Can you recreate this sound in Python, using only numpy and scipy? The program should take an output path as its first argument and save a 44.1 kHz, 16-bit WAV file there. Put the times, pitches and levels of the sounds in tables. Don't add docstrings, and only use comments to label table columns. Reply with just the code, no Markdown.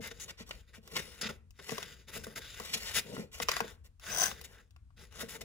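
import sys
import numpy as np
from scipy import signal
from scipy.fft import rfft, irfft, next_fast_len
from scipy.io import wavfile
from scipy.ndimage import uniform_filter1d

SR = 44100
rng = np.random.default_rng(int(sys.argv[2]) if len(sys.argv) > 2 else 0)


def materialize(psi):
    bounded = np.clip(np.atleast_2d(psi).T, -1, 1)
    quanta = np.round(bounded * 32767).astype(np.int16)
    wavfile.write(sys.argv[1], SR, quanta)


N = 240073
TIME = np.arange(N) / SR

# (frequency [Hz], relative density [dB])
RUMBLE_SPECTRUM = [(10, -34), (28, -13.5), (42, -4.5), (65, 0), (90, -5.5), (125, -15.5), (180, -24.5),
                   (260, -30), (600, -60.5), (2000, -100)]
HISS_SPECTRUM = [(100, -16), (450, -10), (800, -5), (1300, -5.5), (2000, -12), (4000, -12), (9000, -14.5),
                 (16000, -29.5), (18000, -64)]
# (frequency [Hz], T60 [s])
ROOM_DECAY = [(150, 0.69), (500, 0.33), (2000, 0.32), (6000, 0.18), (16000, 0.24)]
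# (frequency [Hz], coherence [0-1])
PORT_COHERENCE = [(200, 0.68), (1000, 0.22), (5000, 0.44), (7500, 0.7), (9000, 0.95), (16000, 0.89)]
# (frequency [Hz], gain [dB])
RIGHT_PORT_GAIN = [(200, -0.5), (1000, -2.5), (2300, 1.5), (4500, -2), (8000, 0), (14000, 2)]
# (frequency [Hz], lag [rad])
RIGHT_PORT_LAG = [(0, 0.3), (1460, 0.93), (3700, 1), (4570, 2.1), (5680, -1.2), (7240, 0.7), (8270, -2.8),
                  (9040, -9.0), (10400, -12.5), (11600, -12.5), (12600, -15.6), (13800, -15.7),
                  (14700, -18.7), (16400, -18.9)]

# (frequency [Hz], relative density [dB])
BENDING_SPECTRUM = [(70, -27.5), (120, -0.5), (210, -1.5), (300, -12.5), (470, 1), (680, -13), (950, -15),
                    (2000, -58.5)]
PAPER_SPECTRUM = [(200, -26.5), (450, -6.5), (850, -8.5), (1150, -4), (1600, -4.5), (2500, 0), (4200, -3),
                  (5200, -1.5), (7200, -6), (9500, -10.5), (12500, -12.5), (15300, -12.5), (16000, -27),
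                  (17000, -57)]
SCRAPE_SPECTRUM = [(250, -19), (450, -3), (800, -1.5), (1100, -2.5), (1600, 3), (2200, -6), (3400, -2.5),
                   (4200, -7.5), (5100, -1.5), (7500, -9.5), (9600, -6.5), (12500, -14.5), (15600, -6.5),
                   (17000, -54.5)]
# (frequency / centre frequency [ratio], relative density [dB])
SQUEAK_SPECTRUM = [(0.1, -22), (0.4, -12), (0.8, -10), (1, 0), (1.2, -12), (2.4, -22), (4, -38)]
# (frequency [Hz], width [Hz], boost [dB])
SHEET_PEAKS = [(1120, 110, 2), (1550, 260, 4), (1980, 110, 5), (2440, 120, 3), (3800, 400, 2),
               (5400, 400, 2), (7240, 120, 4)]
SCRAPE_PEAKS = [(6110, 230, 9.3)]
SLIP_PEAKS = [(5140, 350, 3.5), (6100, 550, 18.5)]
# (frequency [Hz], relative level [dB], T60 [s])
THUD_MODES = [(128, -7, .11), (180, -3, .11), (222, 0, .11), (258, -14, .06)]
KNOCK_MODES = [(365, -14.5, 0.088), (448, 2, 0.096), (486, 0.5, 0.087), (576, -12, 0.033), (643, 0, 0.066),
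               (774, -6, 0.032)]
CLACK_MODES = [(1117, 6.5, 0.034), (1370, 6.5, 0.028), (1758, -3, 0.03), (1880, -0.5, 0.015),
               (2485, -3.5, 0.025)]

# (time [s], thud level [dB], knock level [dB])
WALL_BUMPS = [(0.0, -47, -48), (0.112, -62, -50), (0.401, -49, -52), (0.777, -55.5, -59.5),
              (0.968, -53, -43.5), (1.227, -48.5, -46.5), (1.251, -44, -50), (1.294, -57, -51),
              (1.692, -71, -48.5), (1.719, -41.5, -38), (1.784, -64, -44.5), (2.165, -52, -45),
              (2.267, -49, -45), (2.602, -53, -46), (2.752, -50, -50.5), (3.137, -48.5, -48),
              (3.178, -37.5, -42.5), (3.402, -50, -42), (3.484, -77.5, -49.5), (3.606, -44.5, -38.5),
              (3.643, -54.5, -43.5), (5.228, -46.5, -43.5), (5.415, -65, -52)]
# (time [s], duration [s], level [dB], centre frequency [Hz])
SKIN_SQUEAKS = [(.198, .047, -45, 6400), (.5085, .002, -29.5, 2650), (1.212, .004, -32.5, 5200),
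                (1.218, .005, -33, 5500), (4.49, .12, -64.5, 1650)]
# (time [s], duration [s], level [dB], growth over the slide [dB], bending level [dB])
FINGER_SLIDES = [(0.02, 0.27, -64, 14.5, -63), (0.454, 0.14, -59.5, -6.5, -63),
                 (0.66, 0.079, -70, -5, -70.5), (0.807, 0.15, -59, 22.5, -59.5),
                 (0.952, 0.25, -54, -10.5, -59), (1.196, 0.12, -51.5, -5.5, -51.5),
                 (1.534, 0.12, -62.5, 19, -73), (1.658, 0.28, -50, -10.5, -54),
                 (1.961, 0.052, -63.5, -1, -64.5), (2.068, 0.27, -55.5, -7.5, -55),
                 (2.39, 0.34, -48.5, 7.5, -63), (2.675, 0.26, -47, 5, -59.5),
                 (3.035, 0.17, -53.5, 7, -45.5), (3.313, 0.12, -49.5, 1.5, -71.5),
                 (3.468, 0.12, -42.5, -3.5, -56.5), (3.625, 0.078, -53.5, 2.5, -56.5),
                 (3.999, 0.094, -52.5, 15, -68), (4.069, 0.24, -45.5, 1, -50.5),
                 (4.337, 0.28, -62.5, -9.5, -62.5), (4.961, 0.078, -55.5, 0, -59),
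                 (5.097, 0.12, -54.5, 22.5, -62), (5.254, 0.3, -65, -5, -59)]
# (peak time [s], rise [s], fall [s], level [dB], body [dB], fizz [dB])
FINGER_STROKES = [(0.06, 0.057, 0.039, -44, 4.5, 0), (0.118, 0.016, 0.0064, -46, 1, -6),
                  (0.208, 0.013, 0.0086, -49, -4, 3), (0.304, 0.028, 0.012, -43.5, 3, -4.5),
                  (0.403, 0.032, 0.039, -49, 2, -6.5), (0.749, 0.019, 0.042, -54, 5, -0.5),
                  (0.968, 0.015, 0.014, -31, 2, -8), (0.999, 0.024, 0.0097, -38, 5.5, 0.5),
                  (1.235, 0.015, 0.039, -38.5, -3, -14), (1.27, 0.017, 0.011, -36, -1.5, -15),
                  (1.296, 0.009, 0.019, -40, 12.5, 0.5), (1.595, 0.009, 0.014, -50.5, 10, -7),
                  (2.087, 0.0077, 0.014, -49.5, 4.5, 3), (2.175, 0.054, 0.0085, -42, 4, 7),
                  (2.244, 0.01, 0.007, -43, -1, 4.5), (2.371, 0.019, 0.028, -40, 5.5, 5.5),
                  (2.743, 0.014, 0.013, -28, -9, -4.5), (2.878, 0.035, 0.029, -39.5, -7.5, -5.5),
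                  (2.98, 0.046, 0.026, -28, -2, 3), (3.427, 0.011, 0.011, -32, -1, 3.5),
                  (3.856, 0.019, 0.0275, -61.5, 4.5, 6), (4.449, 0.013, 0.017, -46.5, -1, 3),
                  (5.213, 0.016, 0.0116, -38.5, 5, 5), (5.298, 0.016, 0.058, -46, -0.5, 5),
                  (5.357, 0.033, 0.019, -46.5, 7.5, 5.5), (5.415, 0.0085, 0.011, -42, 2.5, 1.5)]
# (time [s], level [dB], body [dB], fizz [dB], left minus right [dB])
PAPER_SNAPS = [(0.073, -45, -1, 11, -2), (0.492, -49.5, 17, 17, 2), (0.876, -49.5, 5, 7, -5),
               (0.967, -31.5, 1.5, -0.5, -1.5), (1.213, -50.5, 12, -8, -5.5), (1.507, -59, -8, 1, 6),
               (1.693, -35, 10, -25, 5.5), (1.72, -36.5, 15, 5, -0.5), (1.781, -35.5, 8, -3, 1.5),
               (1.828, -37, -5, -4, 1.5), (2.268, -47, 17, 9, -2.5), (2.599, -37.5, 10.5, 3.5, 3.5),
               (3.166, -41.5, 15.5, -15, 2), (3.33, -56.5, 4.5, 12, 1.5), (3.4005, -31, 14, -12.5, 3.5),
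               (3.4861, -23, 12.5, -6, -2.5), (3.491, -24.5, 7, -6, 2), (3.516, -27.5, 4.5, -1.5, 1.5),
               (3.5661, -29, 8, -1.5, 4), (3.6045, -26.5, 18, -0.5, 3.5), (3.997, -55.5, 2, 1.5, 2.5),
               (4.314, -40.5, 11.5, -12, 2), (4.413, -45, 0, 8.5, 3.5), (4.708, -64, -9, -2, 2.5),
               (4.763, -59.5, 8, -1, 3.5), (4.905, -69, 16.5, -7.5, 4.5)]


def amp(db):
    return 10 ** (np.asarray(db) / 20)


def unit(x, first=None):
    return x / np.sqrt(np.mean(x[:first] ** 2) + 1e-20)


def at_hz(points, hz):
    f, value = np.transpose(points)
    return np.interp(np.log(hz + 1), np.log(f + 1), value)


def colour(x, spectrum, peaks=(), body_db=0, fizz_db=0):
    size = next_fast_len(x.shape[-1])
    hz = np.fft.rfftfreq(size, 1 / SR)
    body = 1 / (1 + (hz / 2000) ** 4)
    fizz = 1 - 1 / (1 + (hz / 7000) ** 6)
    peaks_db = sum(boost * np.exp(-2 * ((hz - f) / width) ** 2) for f, width, boost in peaks)
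    db = at_hz(spectrum, hz) + peaks_db + body_db * body + fizz_db * fizz
    return unit(irfft(rfft(x, size) * amp(db), size)[..., :x.shape[-1]])


def add(mix, start_s, sound):
    part = mix[:, max(0, round(start_s * SR)):][:, :sound.shape[-1]]
    part += sound[..., :part.shape[1]]


def panned(x, pan_db):
    return unit(amp([[pan_db / 2], [-pan_db / 2]])) * x


def wander(n, hz):
    return np.interp(np.arange(n) * hz / SR, np.arange(8192), rng.standard_normal(8192))


def room_air():
    rumble = colour(rng.standard_normal(N) + 0.14 * rng.standard_normal((2, N)), RUMBLE_SPECTRUM)
    hiss = colour(rng.standard_normal((2, N)), HISS_SPECTRUM)
    swell = amp(-57.5 + 2.5 * wander(N, hz=9))
    return panned(swell * rumble, pan_db=4) + amp(-83.5) * hiss


def room(x, early_db, tail_db, early_s, lag_s):
    t = np.arange(SR // 2) / SR
    shape = (2, 2, len(t))
    early_taps, tail_taps = rng.choice([-1., 1.], shape) * (rng.random(shape) < 5000 / SR)
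    early = early_taps * np.exp(-t / early_s) * (t > 0)
    bands, when, spectra = signal.stft(tail_taps * (t > .006), SR, nperseg=256)
    decay = amp(-60 * when / at_hz(ROOM_DECAY, bands)[:, None])
    tail = signal.istft(spectra * decay, SR, nperseg=256)[1][:, :len(t)]
    echoes = sum(amp(db) * part / np.linalg.norm(part, axis=1, keepdims=True)
                 for db, part in ((early_db, early), (tail_db, tail)))
    size = next_fast_len(N + len(t))
    hz = np.fft.rfftfreq(size, 1 / SR)
    left, independent = rfft(echoes, size)
    coherence = at_hz(PORT_COHERENCE, hz)
    right = coherence * left + np.sqrt(1 - coherence ** 2) * independent
    direct_right = np.exp(-2j * np.pi * hz * lag_s * (1 - coherence))
    paths = np.array([1 + left, direct_right + right])
    paths /= np.sqrt(np.mean(abs(paths) ** 2))
    return irfft(rfft(x, size) * paths, size)[:, :N]


def slide_envelope(levels_db, release_s, growth_share, grip_s=.028):
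    power = np.zeros(N)
    for (start, length, _, growth_db, _), db in zip(FINGER_SLIDES, levels_db):
        t = TIME - start
        held = amp(db + growth_share * growth_db * (np.clip(t / length, 0, 1) - .5))
        grip = np.clip(t / grip_s, 0, 1)
        release = np.exp(-np.maximum(t - length, 0) / release_s)
        power += (held * grip * release) ** 2
    return np.sqrt(power)


def bending_sheet(settle_s=.034, stroke_coupling_db=-14.5):
    wobble = colour(rng.standard_normal(N), BENDING_SPECTRUM) * amp(2 * wander(N, hz=45))
    push = slide_envelope(np.array(FINGER_SLIDES)[:, 4], settle_s, growth_share=.87)
    for peak, rise, fall, db, body_db, _ in FINGER_STROKES:
        swell = np.interp(TIME - peak, [-rise, 0, fall + settle_s], [0, 1, 0])
        push = np.hypot(push, amp(db + body_db + stroke_coupling_db) * swell)
    return panned(push * wobble, pan_db=3.5)


def ring(modes, t):
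    hz, db, t60 = np.transpose(modes)[:, :, None]
    detune, phase = rng.random((2, len(modes), 1))
    tuned_hz = hz * (1 + .054 * (detune - .5))
    return np.sum(amp(db - 60 * t / t60) * np.sin(2 * np.pi * (tuned_hz * t + phase)), axis=0)


def wall_bumps(thud_glide=.38, glide_s=.0045):
    out = np.zeros((2, N))
    t = np.arange(8192) / SR
    gliding_t = t + thud_glide * glide_s * (1 - np.exp(-t / glide_s))
    for start, thud_db, knock_db in WALL_BUMPS:
        thud = ring(THUD_MODES, gliding_t) * (1 - np.exp(-t / .006))
        knock = ring(KNOCK_MODES, t) * (1 - np.exp(-t / .0012))
        for db, sound in ((thud_db, thud), (knock_db, knock)):
            add(out, start, panned(amp(db) * unit(sound, first=SR // 40), pan_db=2))
    return out


def squeaks(attack_s=.00033, release_s=.0025):
    out = np.zeros((2, N))
    t = np.arange(8192) / SR
    for start, length, db, centre_hz in SKIN_SQUEAKS:
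        band = colour(rng.standard_normal(len(t)), np.array(SQUEAK_SPECTRUM) * [centre_hz, 1])
        envelope = (1 - np.exp(-t / attack_s)) * np.exp(-np.maximum(t - length, 0) / release_s)
        add(out, start, panned(amp(db) * band * envelope, pan_db=-1))
    return out


def friction(n, catches_per_s, clump_db, clump_hz):
    clicks = rng.standard_normal(n) * (rng.random(n) < catches_per_s / SR)
    return (unit(clicks) + rng.standard_normal(n)) * amp(clump_db * wander(n, clump_hz))


def sliding_fingers(crinkles_per_s=45, drift_db=2.2):
    grains = friction(N, catches_per_s=1500, clump_db=2, clump_hz=174)
    crinkles = unit(rng.laplace(size=N) * (rng.random(N) < crinkles_per_s / SR))
    rub = colour(unit(grains) + amp(-12) * crinkles, PAPER_SPECTRUM, SHEET_PEAKS, body_db=2.5, fizz_db=1)
    spectra = signal.stft(rub, nperseg=256)[2]
    patches = uniform_filter1d(rng.standard_normal(spectra.shape), size=5, axis=0)
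    patches = unit(uniform_filter1d(patches, size=24, axis=1))
    drifting = signal.istft(spectra * amp(drift_db * patches), nperseg=256)[1][:N]
    pressure = slide_envelope(np.array(FINGER_SLIDES)[:, 2], release_s=.025, growth_share=1)
    pressure *= amp(1.7 * wander(N, hz=40))
    return panned(pressure * unit(drifting), pan_db=1)


def tensioned_peaks():
    peaks = np.array(SHEET_PEAKS, float)
    peaks[:, 0] *= 1 + rng.uniform(-.1, .1, len(peaks))
    return peaks


def finger_strokes():
    out = np.zeros((2, N))
    t = np.arange(6000) / SR
    for peak, rise, fall, db, body_db, fizz_db in FINGER_STROKES:
        grains = friction(len(t), catches_per_s=3400, clump_db=.24, clump_hz=373)
        rub = colour(grains, PAPER_SPECTRUM, tensioned_peaks(), body_db, fizz_db)
        speed = np.sin(np.pi / 2 * np.interp(t, [0, rise, rise + fall], [0, 1, 0])) ** 1.01
        add(out, peak - rise, panned(amp(db) * speed * rub, pan_db=.1))
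    return out


def crack(noise, front_s, ring_s, ring_db):
    t = np.arange(len(noise)) / SR
    attack = 1 - np.exp(-t / .00015)
    decay = np.exp(-t / front_s) + amp(ring_db) * np.exp(-t / ring_s)
    return unit(noise * attack * decay, first=int(.007 * SR))


def drag_gain(from_peak_s, hold_s=.032):
    outside_hold_s = np.maximum(abs(from_peak_s) - hold_s / 2, 0)
    db_per_s = np.where(from_peak_s < 0, 142, 334)
    return amp(-30 - outside_hold_s * db_per_s)


def dragging_corner(peak_s=4.232, slips_per_s=85):
    grains = friction(N, catches_per_s=2300, clump_db=-3, clump_hz=284)
    flap_hz = np.interp(TIME, [4.15, 4.29], [640, 870])
    phase = 2 * np.pi * np.cumsum(flap_hz) / SR
    flap = sum(wander(N, hz=150) * np.cos(ratio * phase) for ratio in (1, 1.4))
    scrape = colour(grains, SCRAPE_SPECTRUM, SCRAPE_PEAKS, body_db=-4) + amp(-9) * flap
    contact = np.interp(TIME, [4.0, 4.08], [0, 1])
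    out = panned(contact * drag_gain(TIME - peak_s) * scrape, pan_db=1.5)
    slip_offsets = (np.arange(-10, 5) + .22 * rng.standard_normal(15)) / slips_per_s
    for offset in slip_offsets:
        noise = colour(rng.standard_normal(2048), SCRAPE_SPECTRUM, SLIP_PEAKS)
        slip = amp(1.5) * crack(noise, front_s=.002, ring_s=.004, ring_db=-20)
        add(out, peak_s + offset, panned(drag_gain(offset) * slip, pan_db=15))
    return out


def snaps():
    out = np.zeros((2, N))
    t = np.arange(4096) / SR
    for start, db, body_db, fizz_db, pan_db in PAPER_SNAPS:
        flutter = colour(rng.standard_normal(len(t)), PAPER_SPECTRUM, tensioned_peaks(), body_db, fizz_db)
        snap = crack(flutter, front_s=.0018, ring_s=.006, ring_db=-13)
        clack = ring(CLACK_MODES, t) * amp(min(body_db - 16, -5))
        add(out, start, panned(amp(db) * (snap + clack), pan_db))
    return out


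def scene():
    rubbing = sliding_fingers() + finger_strokes() + squeaks()
    handover = np.pi / 4 * (1 + np.tanh(2 * wander(N, hz=6)))
    left_hand = room(rubbing * np.cos(handover), early_db=-3, tail_db=-14, early_s=.005, lag_s=.00012)
    right_hand = room(rubbing * np.sin(handover), early_db=-3, tail_db=-14, early_s=.005, lag_s=-.00008)
    dragging = room(dragging_corner(), early_db=0, tail_db=-12, early_s=.003, lag_s=.0001)
    snapping = room(snaps(), early_db=-2, tail_db=-12, early_s=.003, lag_s=.00015)
    bending = room(bending_sheet() + wall_bumps(), early_db=-10, tail_db=-16, early_s=.0026, lag_s=.0001)
    return room_air() + amp(-2.2) * bending + left_hand + right_hand + dragging + amp(-1.5) * snapping


def record(dry):
    size = next_fast_len(N)
    hz = np.fft.rfftfreq(size, 1 / SR)
    response = amp(at_hz(RIGHT_PORT_GAIN, hz)) * np.exp(-1j * at_hz(RIGHT_PORT_LAG, hz))
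    right = irfft(rfft(dry[1], size) * response, size)[:N]
    low_pass = signal.firwin(511, cutoff=16050, window=("kaiser", 9), fs=SR)
    return signal.oaconvolve(np.array([dry[0], right]), low_pass[None], "same")


dry = scene()
out = record(dry)
materialize(out)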